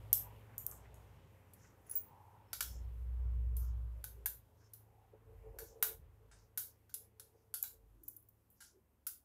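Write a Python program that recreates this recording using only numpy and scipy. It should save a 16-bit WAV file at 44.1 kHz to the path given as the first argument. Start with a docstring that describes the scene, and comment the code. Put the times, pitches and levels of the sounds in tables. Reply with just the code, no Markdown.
"""Knitting needles tap a glass-topped table and click together in a small room, close to a phone.
Each tap sets needle and glass ringing. Stitches slide, wool rustles, glass bangles clink on both
wrists and an arm rubs over the table. Behind it a fan hums, an engine rumbles past outside and the
street noise ebbs away, along with a thin hiss and a few faint, hollow swells."""
import sys
import numpy as np
from scipy import signal
from scipy.fft import rfft, irfft, next_fast_len
from scipy.io import wavfile
from scipy.ndimage import uniform_filter1d

SR = 44100
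rng = np.random.default_rng(int(sys.argv[2]) if len(sys.argv) > 2 else 0)


def put_to_file(sound):
    """Save the sound as 16-bit audio at rate SR, in the file named by the first command-line argument."""
    columns = np.atleast_2d(sound).T  # one column per channel
    safe = np.clip(columns, -1, 1)
    whole_steps = np.round(safe * 32767)
    wavfile.write(sys.argv[1], SR, whole_steps.astype(np.int16))


N = 407484
T = np.arange(N) / SR
AGE = np.arange(SR // 2) / SR  # seconds since a blow

# The tone of five noises. Each row: frequency in Hz, relative level in dB.
STREET_TONE = [(120, -9.5), (200, -19), (300, -21.5), (450, -21), (650, -23), (950, -23), (1400, -30),
               (2000, -32), (3000, -36), (4500, -46), (8000, -50)]
HISS_TONE = [(3000, -12.5), (6000, -9), (10000, -5), (13000, 1), (15500, -7.5)]
ROOM_TONE = [(25, -21), (48, -0.5), (120, 0), (200, 5), (420, -2), (650, -8.5), (1100, -13.5),
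             (2000, -20.5), (5000, -31)]
RUMBLE_TONE = [(24, -32), (34, -10), (41, 7), (50, -8.5), (70, 1.5), (86, 6.5), (110, -3.5), (155, -10),
               (220, -27.5), (400, -60.5)]
TAP_TONE = [(300, -33), (600, -18.5), (1100, -19.5), (1500, -7), (2000, -18), (2700, -12.5), (3900, -5),
            (5200, -3.5), (7200, -2), (8300, -7), (12500, -5.5), (14800, -5.5), (15800, -12.5)]
# Drones in the street noise. Each row: pitch in Hz, width in Hz, level in dB relative to the street.
STREET_DRONES = [(428.5, 55, -9.5), (534.5, 24, -11.5)]
# The level of a low hum, which swells with the loudest engine boom, and of a thin hiss.
# Each row: time in seconds, level in dB before trimming.
HUM_LEVEL = [(0.0, -55), (1.9, -76), (2.6, -67.5), (2.81, -58), (3.73, -51.5), (4.25, -70.5), (5.58, -67),
             (7.57, -77), (8.18, -71), (9.24, -88.5)]
HISS_LEVEL = [(0.0, -77.5), (1.26, -85), (1.96, -81), (2.49, -84.5), (2.68, -78), (3.16, -83.5),
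              (3.94, -83), (4.14, -82.5), (5.09, -88), (5.89, -81.5), (6.05, -86.5), (8.08, -87.5),
              (8.98, -89), (9.24, -86.5)]
# The engine slowing down. Each row: time in seconds, shaft turns per second.
ENGINE_SPEED = [(0.0, 29.3), (0.87, 30.1), (3.68, 29.9), (4.45, 28.4), (4.99, 25.0), (5.64, 25.0),
                (6.2, 25.8), (8.05, 24.5), (8.72, 22.6), (9.24, 22.6)]
# The tones of its drone. Each row: multiple of the shaft speed, relative level in dB.
ENGINE_TONES = [(2, -5.5), (3, 1), (4, -5.5)]
# Engine booms. Each row: peak time and length in seconds, firing tone and rumble levels in dB.
BOOMS = [(0.11, 0.66, -60, -65), (0.892, 0.71, -63, -70), (2.83, 0.37, -45, -53), (3.45, 1.055, -36, -50),
         (4.17, 0.43, -55.5, -67.5), (5.485, .42, -58.5, -61), (6.02, 0.27, -62.5, -61),
         (6.32, 0.3, -68, -73.5), (7.902, 0.31, -65.5, -73.5)]
# Needle tip on needle tip. 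Each row: start in seconds, shaft and tip levels in dB,
# brightest frequency in Hz, echo in dB relative to the click.
CLICKS = [(0.1288, -39, -25, 12760, -4.5), (0.58, -52.5, -43, 12900, -3), (0.6646, -54.5, -37.5, 12950, -9),
          (0.713, -56, -58, 11000, -3.5), (0.9426, -71.5, -71.5, 12000, 0.5), (7.627, -50, -35, 13340, -9),
          (8.502, -93, -71.5, 13230, 5)]
# Needle end on glass. Each row: start in seconds, bass, middle and treble levels in dB,
# echo in dB relative to the tap, brightest frequency in Hz.
TAPS = [(0.1299, -69, -45.5, -37, -4, 12420), (1.535, -91, -73.5, -60.5, -11.5, 10400),
        (2.531, -51, -45.5, -41.5, -4.5, 12710), (2.6069, -43, -39, -37, -11.5, 12970),
        (2.6258, -57, -48, -42.5, -2.5, 12460), (3.5672, -83, -66, -48, -3.5, 13100),
        (4.041, -56, -55, -44.5, -5, 12540), (4.2588, -48.5, -47, -33.5, -6, 13660),
        (4.7351, -83, -67, -52.5, -5, 13700), (5.5866, -57, -56.5, -49, 0, 12500),
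        (5.8257, -40.5, -40, -28.5, -4, 12770), (6.314, -70.5, -70.5, -90, 5.5, 9800),
        (6.5752, -54, -48.5, -37, -1, 12900), (6.895, -72.5, -72, -68.5, -1.5, 12860),
        (6.9411, -70, -52, -40.5, -6.5, 11700), (7.1971, -68, -58.5, -53, -6, 10800),
        (7.54, -57.5, -49.5, -39.5, -2, 11000), (7.6367, -61, -53.5, -49.5, 0, 12700),
        (8.605, -68, -64, -64.5, 7.5, 10300), (9.0674, -57.5, -50.5, -41, -3, 11140)]
# The borders of a tap's bass, middle and treble, in Hz.
TAP_BAND_EDGES = (520, 2600, 9000, 16000)
# Needle and glass ringing together. Each row: pitch in Hz, relative level in dB, seconds to fade 60 dB.
TABLE_MODES = [(620, -11, 0.011), (896, -2, 0.03), (1140, 1.5, 0.006), (1417, 4.5, 0.0089),
               (1500, 4, 0.016), (1680, 1, 0.0061), (2200, -2, 0.02), (2710, -8.5, 0.017),
               (3240, -1.5, 0.011), (5670, -3, .03), (7200, -5.5, 0.023), (10460, 4, 0.051),
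               (11170, 1, 0.049), (11700, -4.5, .045), (13160, 4.5, 0.075), (13750, -11, .035),
               (14800, -3, 0.034)]
# Hollow swells, with a narrow wool rustle at 3.65 s and the arm brushing the table at 4.98 s; then rustles.
# Each row: peak time and length in seconds, pitch in Hz, level in dB.
SWELLS = [(.28, 0.085, 910, -63.5), (2.15, 0.15, 905, -66.5), (2.34, .22, 900, -69.5),
          (3.5, .2, 450, -73.5), (3.649, 0.068, 1300, -75), (3.98, 0.065, 586, -71.5),
          (4.199, .06, 427, -69.5), (4.977, 0.21, 784, -74.5), (8.058, 0.15, 320, -74),
          (8.769, 0.052, 390, -73)]
RUSTLES = [(0.348, 0.11, 2670, -78), (.53, 0.1, 1670, -74), (.72, 0.051, 1100, -69),
           (0.863, 0.047, 1800, -72), (1.66, 0.085, 1640, -72.5), (1.922, 0.073, 1530, -75),
           (4.634, 0.052, 1350, -79.5)]
# Stitches sliding on the needle. Each row: peak time in seconds, pitch in Hz, level in dB.
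SLIDES = [(0.739, 7800, -72), (1.65, 6400, -72.5), (1.949, 6800, -66.5), (2.739, 6560, -68.5),
          (3.65, 6130, -73), (4.641, 5835, -80), (5.68, 6400, -70.5), (6.4, 5650, -78.5),
          (6.679, 5870, -75.5), (7.39, 5630, -88.5), (8.1, 6860, -77.5), (8.66, 6000, -70.5)]
# Bangles, one list per wrist. Each row: pitch in Hz, relative level in dB, seconds to fade 60 dB.
BANGLE_MODES = [
    [(9580, -12, .07), (10430, 0, .06), (12130, -10, .1), (12840, -7, .12), (15250, -5, .08),
     (15384, 3, .09)],
    [(10040, 1, .13), (11120, -6, .11), (12900, -2, .06), (14200, 0, .035), (15130, -5, .06),
     (15400, -3, .06)],
]
# Bangle on bangle. Each row: start in seconds, tick and ring levels in dB,
# brightest frequency in Hz, wrist 0 or 1.
CLINKS = [(1.866, -83, -69, 10600, 0), (1.896, -56, -51, 10800, 0), (1.9117, -46.5, -46, 10500, 0),
          (1.954, -56, -34.5, 15600, 0), (1.973, -43.5, -67, 13300, 0), (8.0345, -61, -63.5, 13800, 1),
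          (8.0807, -45, -52.5, 14000, 1), (8.164, -54.5, -63, 13400, 1), (8.2236, -71, -80.5, 15300, 1),
          (8.2863, -64, -73, 14100, 1), (9.07, -43, -49, 14940, 0)]
# A faint, narrow ring, once just after the loud double tap and once later.
# Each row: peak time and length in seconds, level in dB.
FAINT_RINGS = [(2.661, 0.15, -66), (4.651, 0.042, -81)]
# The table's hollow resonances. Each row: pitch in Hz, width in Hz, relative level in dB.
TABLE_BODY = [(355, 53, -10), (443.6, 19, 3), (467, 24, -7.5), (542, 49, -8), (780, 220, -12.5)]
# Arm and wool ball brushing the table. Each row: peak time and length in seconds, gain in dB.
STROKES = [(5.148, 0.024, -58.5), (5.316, 0.066, -64.5), (5.473, 0.049, -55.5), (5.555, 0.028, -57.5),
           (5.626, 0.036, -53.5), (5.767, 0.093, -61), (5.899, 0.074, -57), (6.238, .05, -70.5),
           (6.98, 0.04, -81), (7.225, 0.077, -76), (7.359, 0.018, -67), (7.531, 0.025, -74),
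           (7.745, 0.022, -71)]

STREET_DB = -68  # where the street starts, before any surge


def undb(db):
    """Turn decibels into a gain to multiply by."""
    return 10 ** (np.asarray(db) / 20)


def unit(x):
    """Scale a sound to an average (rms) level of 1."""
    return x / np.sqrt(np.mean(x ** 2))


def blow_level(x, db, first_s=.012):
    """Scale a blow so that its first moments have this average level."""
    return x * undb(db) / np.sqrt(np.mean(x[:int(first_s * SR)] ** 2))


def curve(table):
    """Join (seconds, value) points with straight lines."""
    return np.interp(T, *np.transpose(table))


def colour(x, points):
    """Give a sound the tone of (Hz, dB) points, keeping its attacks sharp."""
    size = next_fast_len(len(x) + 2048, True) * 2
    hz, db = np.transpose(points)
    bin_hz = np.arange(size // 2 + 1) * SR / size
    log_gain = np.log(undb(np.interp(np.log(bin_hz + 1), np.log(hz), db)))
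    # keeping one half makes the filter ring only after a blow, never before it
    cepstrum = irfft(log_gain)[:size // 2]
    cepstrum[1:] *= 2
    return irfft(rfft(x, size) * np.exp(rfft(cepstrum, size)))[:len(x)]


def band(x, low_hz, high_hz, order=3):
    """Keep what lies between two frequencies."""
    edges = [max(low_hz, 10), min(high_hz, SR / 2 - 1000)]
    return signal.sosfilt(signal.butter(order, edges, "band", fs=SR, output="sos"), x)


def around(x, hz, width_hz, order=2):
    """Keep what lies near one frequency."""
    return band(x, hz - width_hz / 2, hz + width_hz / 2, order)


def drones(rows):
    """Steady, narrow noises, one for each (Hz, width in Hz, dB) row."""
    return sum(undb(db) * unit(around(rng.standard_normal(N), hz, width)) for hz, width, db in rows)


def wander(per_second):
    """A smooth random drift, about 1 in size."""
    step = int(SR / per_second)
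    stairs = np.repeat(rng.standard_normal(N // step + 2), step)
    return unit(uniform_filter1d(uniform_filter1d(stairs, step), step)[:N])


def burst(t60):
    """Noise that fades by 60 dB in t60 seconds."""
    return rng.standard_normal(len(AGE)) * undb(-60 * AGE / t60)


def snap(contact_s):
    """The noise of a brief, glancing touch."""
    return rng.standard_normal(len(AGE)) * AGE / contact_s * np.exp(-AGE / contact_s)


def ring(modes, detune):
    """An object's own fading tones (modes); each blow lands elsewhere and shifts them a little."""
    out = np.zeros(len(AGE))
    for hz, db, t60 in modes:
        shifted_hz = hz * (1 + detune * rng.standard_normal())
        out += undb(db - 60 * AGE / t60) * np.sin(2 * np.pi * (shifted_hz * AGE + rng.random()))
    return out


def bell(t, length):
    """A smooth rise and fall around time zero."""
    return np.exp(-2 * (t / length) ** 2)


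def add(track, s, sound):
    """Mix a sound into the track, starting at s seconds."""
    start = max(int(s * SR), 0)
    track[start:start + len(sound)] += sound[:N - start]


def in_room(blow, room_db, wall_share, t60=0.38, cutoff_s=0.103, gap_s=.004, wall_s=0.018):
    """A blow, one early echo and a short noisy tail that is cut off quickly."""
    tail = burst(t60) * np.exp(-(AGE / cutoff_s) ** 3 / 2) * np.minimum(AGE / gap_s, 1) ** 2
    tail /= np.sqrt(np.sum(tail ** 2))
    tail[int(wall_s * SR)] += wall_share
    return blow + undb(room_db) * signal.fftconvolve(blow, tail)[:len(blow)]


def swishes(rows, grain_db):
    """Short bands of noise that swell and fade with an uneven grain."""
    out = np.zeros(N)
    for peak_s, length, db, hz, width_hz in rows:
        noise = unit(around(rng.standard_normal(len(AGE)), hz, width_hz))
        add(out, peak_s - AGE.mean(), noise * undb(db) * bell(AGE - AGE.mean(), length))
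    return out * undb(grain_db * wander(150))


def street_level(arches, ebb_db=20, ebb_s=9.2, surge_db=2.5):
    """The street's level in dB: it sinks ever faster, and surges with each engine boom."""
    return STREET_DB - ebb_db * (T / ebb_s) ** 1.37 + surge_db * np.sqrt(np.max(arches, axis=0))


def street_noise(street_db, flicker_db=1.8):
    """The street outside: eight bands of noise, each wavering alone, and two narrow drones."""
    edges_hz = np.geomspace(100, 9000, num=9)
    noise = sum(band(rng.standard_normal(N), low, high) * undb(flicker_db * wander(9))
                for low, high in zip(edges_hz, edges_hz[1:]))
    noise = colour(noise, STREET_TONE)
    noise /= np.std(band(noise, 160, 3900))
    return (noise + drones(STREET_DRONES)) * undb(street_db)


def low_hum(hz=106.7, waver=0.0056, trim_db=-1.56, wander_db=1.5):
    """One low, slightly unsteady tone that swells and fades."""
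    phase = 2 * np.pi * np.cumsum(hz * (1 + waver * wander(5.6))) / SR
    return unit(np.sin(phase)) * undb(curve(HUM_LEVEL) + trim_db + wander_db * wander(5.3))


def thin_hiss(trim_db=2, wander_db=1.0):
    """A high hiss that drifts up and down in level."""
    noise = unit(colour(rng.standard_normal(N), HISS_TONE))
    return noise * undb(curve(HISS_LEVEL) + trim_db + wander_db * wander(16))


def room_tone(db=-81):
    """The room's own low, steady noise."""
    return unit(colour(rng.standard_normal(N), ROOM_TONE)) * undb(db)


def boom_arch(peak_s, length, sag_db=10.5, fall_db_per_s=161.5):
    """The gain of one engine boom: a broad arch with steep sides."""
    away_s = np.abs(T - peak_s)
    top_db = -sag_db * np.minimum(2 * away_s / length, 1) ** 2
    return undb(top_db - fall_db_per_s * np.maximum(away_s - length / 2, 0))


def engine(arches, street_db, waver=.005, rumble_db=-76.5, drone_db=-69.5, ebb_share=.6, flutter_db=1.5):
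    """A far engine slows and moves away; at times its firing tone and rumble boom through the walls."""
    shaft_hz = curve(ENGINE_SPEED) * (1 + waver * wander(6.3))
    phase = 2 * np.pi * np.cumsum(shaft_hz) / SR
    receding = undb(ebb_share * (street_db - STREET_DB))
    drone = sum(undb(drone_db + db + flutter_db * wander(5.6)) * unit(np.sin(multiple * phase))
                for multiple, db in ENGINE_TONES)
    firing_gain, rumble_gain = 0, receding * undb(rumble_db)
    for arch, (_, _, firing_db, low_db) in zip(arches, BOOMS):
        firing_gain = np.maximum(firing_gain, arch * undb(firing_db))
        rumble_gain = np.maximum(rumble_gain, arch * undb(low_db))
    rumble = unit(band(colour(rng.standard_normal(N), RUMBLE_TONE), 26, 400))
    return drone * receding + unit(np.sin(2 * phase)) * firing_gain + rumble * rumble_gain


def needle_clicks(contact_s=0.00079):
    """One tip slips off the other: a very short, bright snap, damped by the fingers."""
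    out = np.zeros(N)
    for s, shaft_db, tip_db, hz, room_db in CLICKS:
        slip = snap(contact_s)
        tip = blow_level(around(slip, hz, width_hz=1600), db=0)
        tip += blow_level(band(snap(contact_s), 9570, 15500), db=-3)
        shaft = band(slip, 6000, 9000)
        click = blow_level(tip, tip_db) + blow_level(shaft, shaft_db)
        add(out, s, in_room(click, room_db, wall_share=.15))
    return out


def needle_taps(bounce_s=0.0018, bounce_db=(-2, 0, -4, -7, -6), spread_db=3):
    """The needle's free end chatters on the glass; both ring and the table top scatters the sound."""
    out = np.zeros(N)
    for s, bass_db, middle_db, treble_db, room_db, bright_hz in TAPS:
        chatter = np.zeros(len(AGE))
        for k, db in enumerate(bounce_db):
            delay = int(k * bounce_s * SR * rng.uniform(.85, 1.15))
            chatter += undb(db) * np.roll(burst(t60=.0035), delay)
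        scatter = blow_level(burst(t60=0.11), db=-4)
        crack = colour(blow_level(chatter, db=0) + scatter, TAP_TONE)
        # each spot on the glass favours other tones
        modes = [(hz, db + spread_db * rng.standard_normal(), t60) for hz, db, t60 in TABLE_MODES]
        blow = blow_level(crack, db=0) + blow_level(ring(modes, detune=0.014), db=-8)
        # the grip decides where the tap is brightest, and its share of bass, middle and treble
        blow += around(blow, bright_hz, width_hz=2200, order=1)
        blow += around(blow, hz=1480, width_hz=420, order=1)  # the pane's hollow knock
        ranges = zip(TAP_BAND_EDGES, TAP_BAND_EDGES[1:], (bass_db, middle_db, treble_db))
        bass, middle, treble = (blow_level(band(blow, low, high), db) for low, high, db in ranges)
        add(out, s, in_room(bass, room_db - 3, wall_share=0.58))
        add(out, s, in_room(middle + treble, room_db, wall_share=0.16))
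    return out


def hollow_swells(width_share=.19):
    """Faint, narrow noises come and go."""
    return swishes([(s, length, db, hz, width_share * hz) for s, length, hz, db in SWELLS], grain_db=2.5)


def wool_rustles(width_hz=880):
    """Wool and sleeves rustle with a rough grain."""
    return swishes([(s, length, db, hz, width_hz) for s, length, hz, db in RUSTLES], grain_db=4)


def stitch_slides(slide_s=0.087, slide_width_hz=1970, ring_hz=5340, ring_width_hz=110):
    """Stitches hiss along the needle; twice a faint, narrow ring is heard as well."""
    slides = [(s, slide_s, db, hz, slide_width_hz) for s, hz, db in SLIDES]
    rings = [(s, length, db, ring_hz, ring_width_hz) for s, length, db in FAINT_RINGS]
    return swishes(slides + rings, grain_db=1.5)


def bangles(reach_hz=3200):
    """Glass bangles knock together: a tick, then their tones nearest the tick's pitch ring on."""
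    out = np.zeros(N)
    for s, tick_db, ring_db, bright_hz, wrist in CLINKS:
        modes = [(hz, db - 10 * np.log10(1 + ((hz - bright_hz) / reach_hz * 2) ** 2), t60)
                 for hz, db, t60 in BANGLE_MODES[wrist]]
        knock = snap(contact_s=0.0021)
        tick = blow_level(around(knock, bright_hz, width_hz=1000), db=0)
        tick += blow_level(band(knock, 7600, 21000), db=-10)
        # the stacked bangles are nearly alike, so their tones shimmer against each other
        glass = band(ring(modes, detune=0.0014) + 0.25 * ring(modes, detune=0.0057), 5400, 17000)
        add(out, s, in_room(blow_level(tick, tick_db), room_db=-11, wall_share=.2))
        add(out, s, in_room(blow_level(glass, ring_db), room_db=-6, wall_share=.2))
    return out


def table_rub(lean_from_s=4.85, lean_to_s=7.9, edge_s=0.061, lean_db=-82, uneven_db=3, scuff_db=-17):
    """Arm and wool ball scuff the table and make it drone faintly at its own pitches."""
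    drone = drones(TABLE_BODY)
    # friction holds the vibration at a size set by the pressure
    drone /= np.sqrt(uniform_filter1d(drone ** 2, size=2000))
    scuff = undb(scuff_db) * unit(around(rng.standard_normal(N), hz=820, width_hz=400))
    # the resting arm rubs lightly between strokes
    leaning = np.clip(np.minimum(T - lean_from_s, lean_to_s - T) / edge_s, 0, 1)
    resting = undb(lean_db + uneven_db * wander(14)) * leaning
    strokes = sum(undb(db) * bell(T - s, length) for s, length, db in STROKES)
    return (drone + scuff) * (resting + strokes)


def scene():
    """The knitting and its background, mixed into one channel."""
    hands = needle_taps() + needle_clicks() + bangles() + stitch_slides() + wool_rustles() + table_rub()
    arches = [boom_arch(s, length) for s, length, _, _ in BOOMS]
    street_db = street_level(arches)
    background = hollow_swells() + engine(arches, street_db) + street_noise(street_db)
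    background += thin_hiss() + low_hum() + room_tone()
    return (hands + background)[None]


def record(dry, top_hz=15600):
    """The phone cuts off the highest treble."""
    return signal.sosfilt(signal.ellip(10, .2, 70, top_hz, fs=SR, output="sos"), dry)


dry = scene()
out = record(dry)
put_to_file(out)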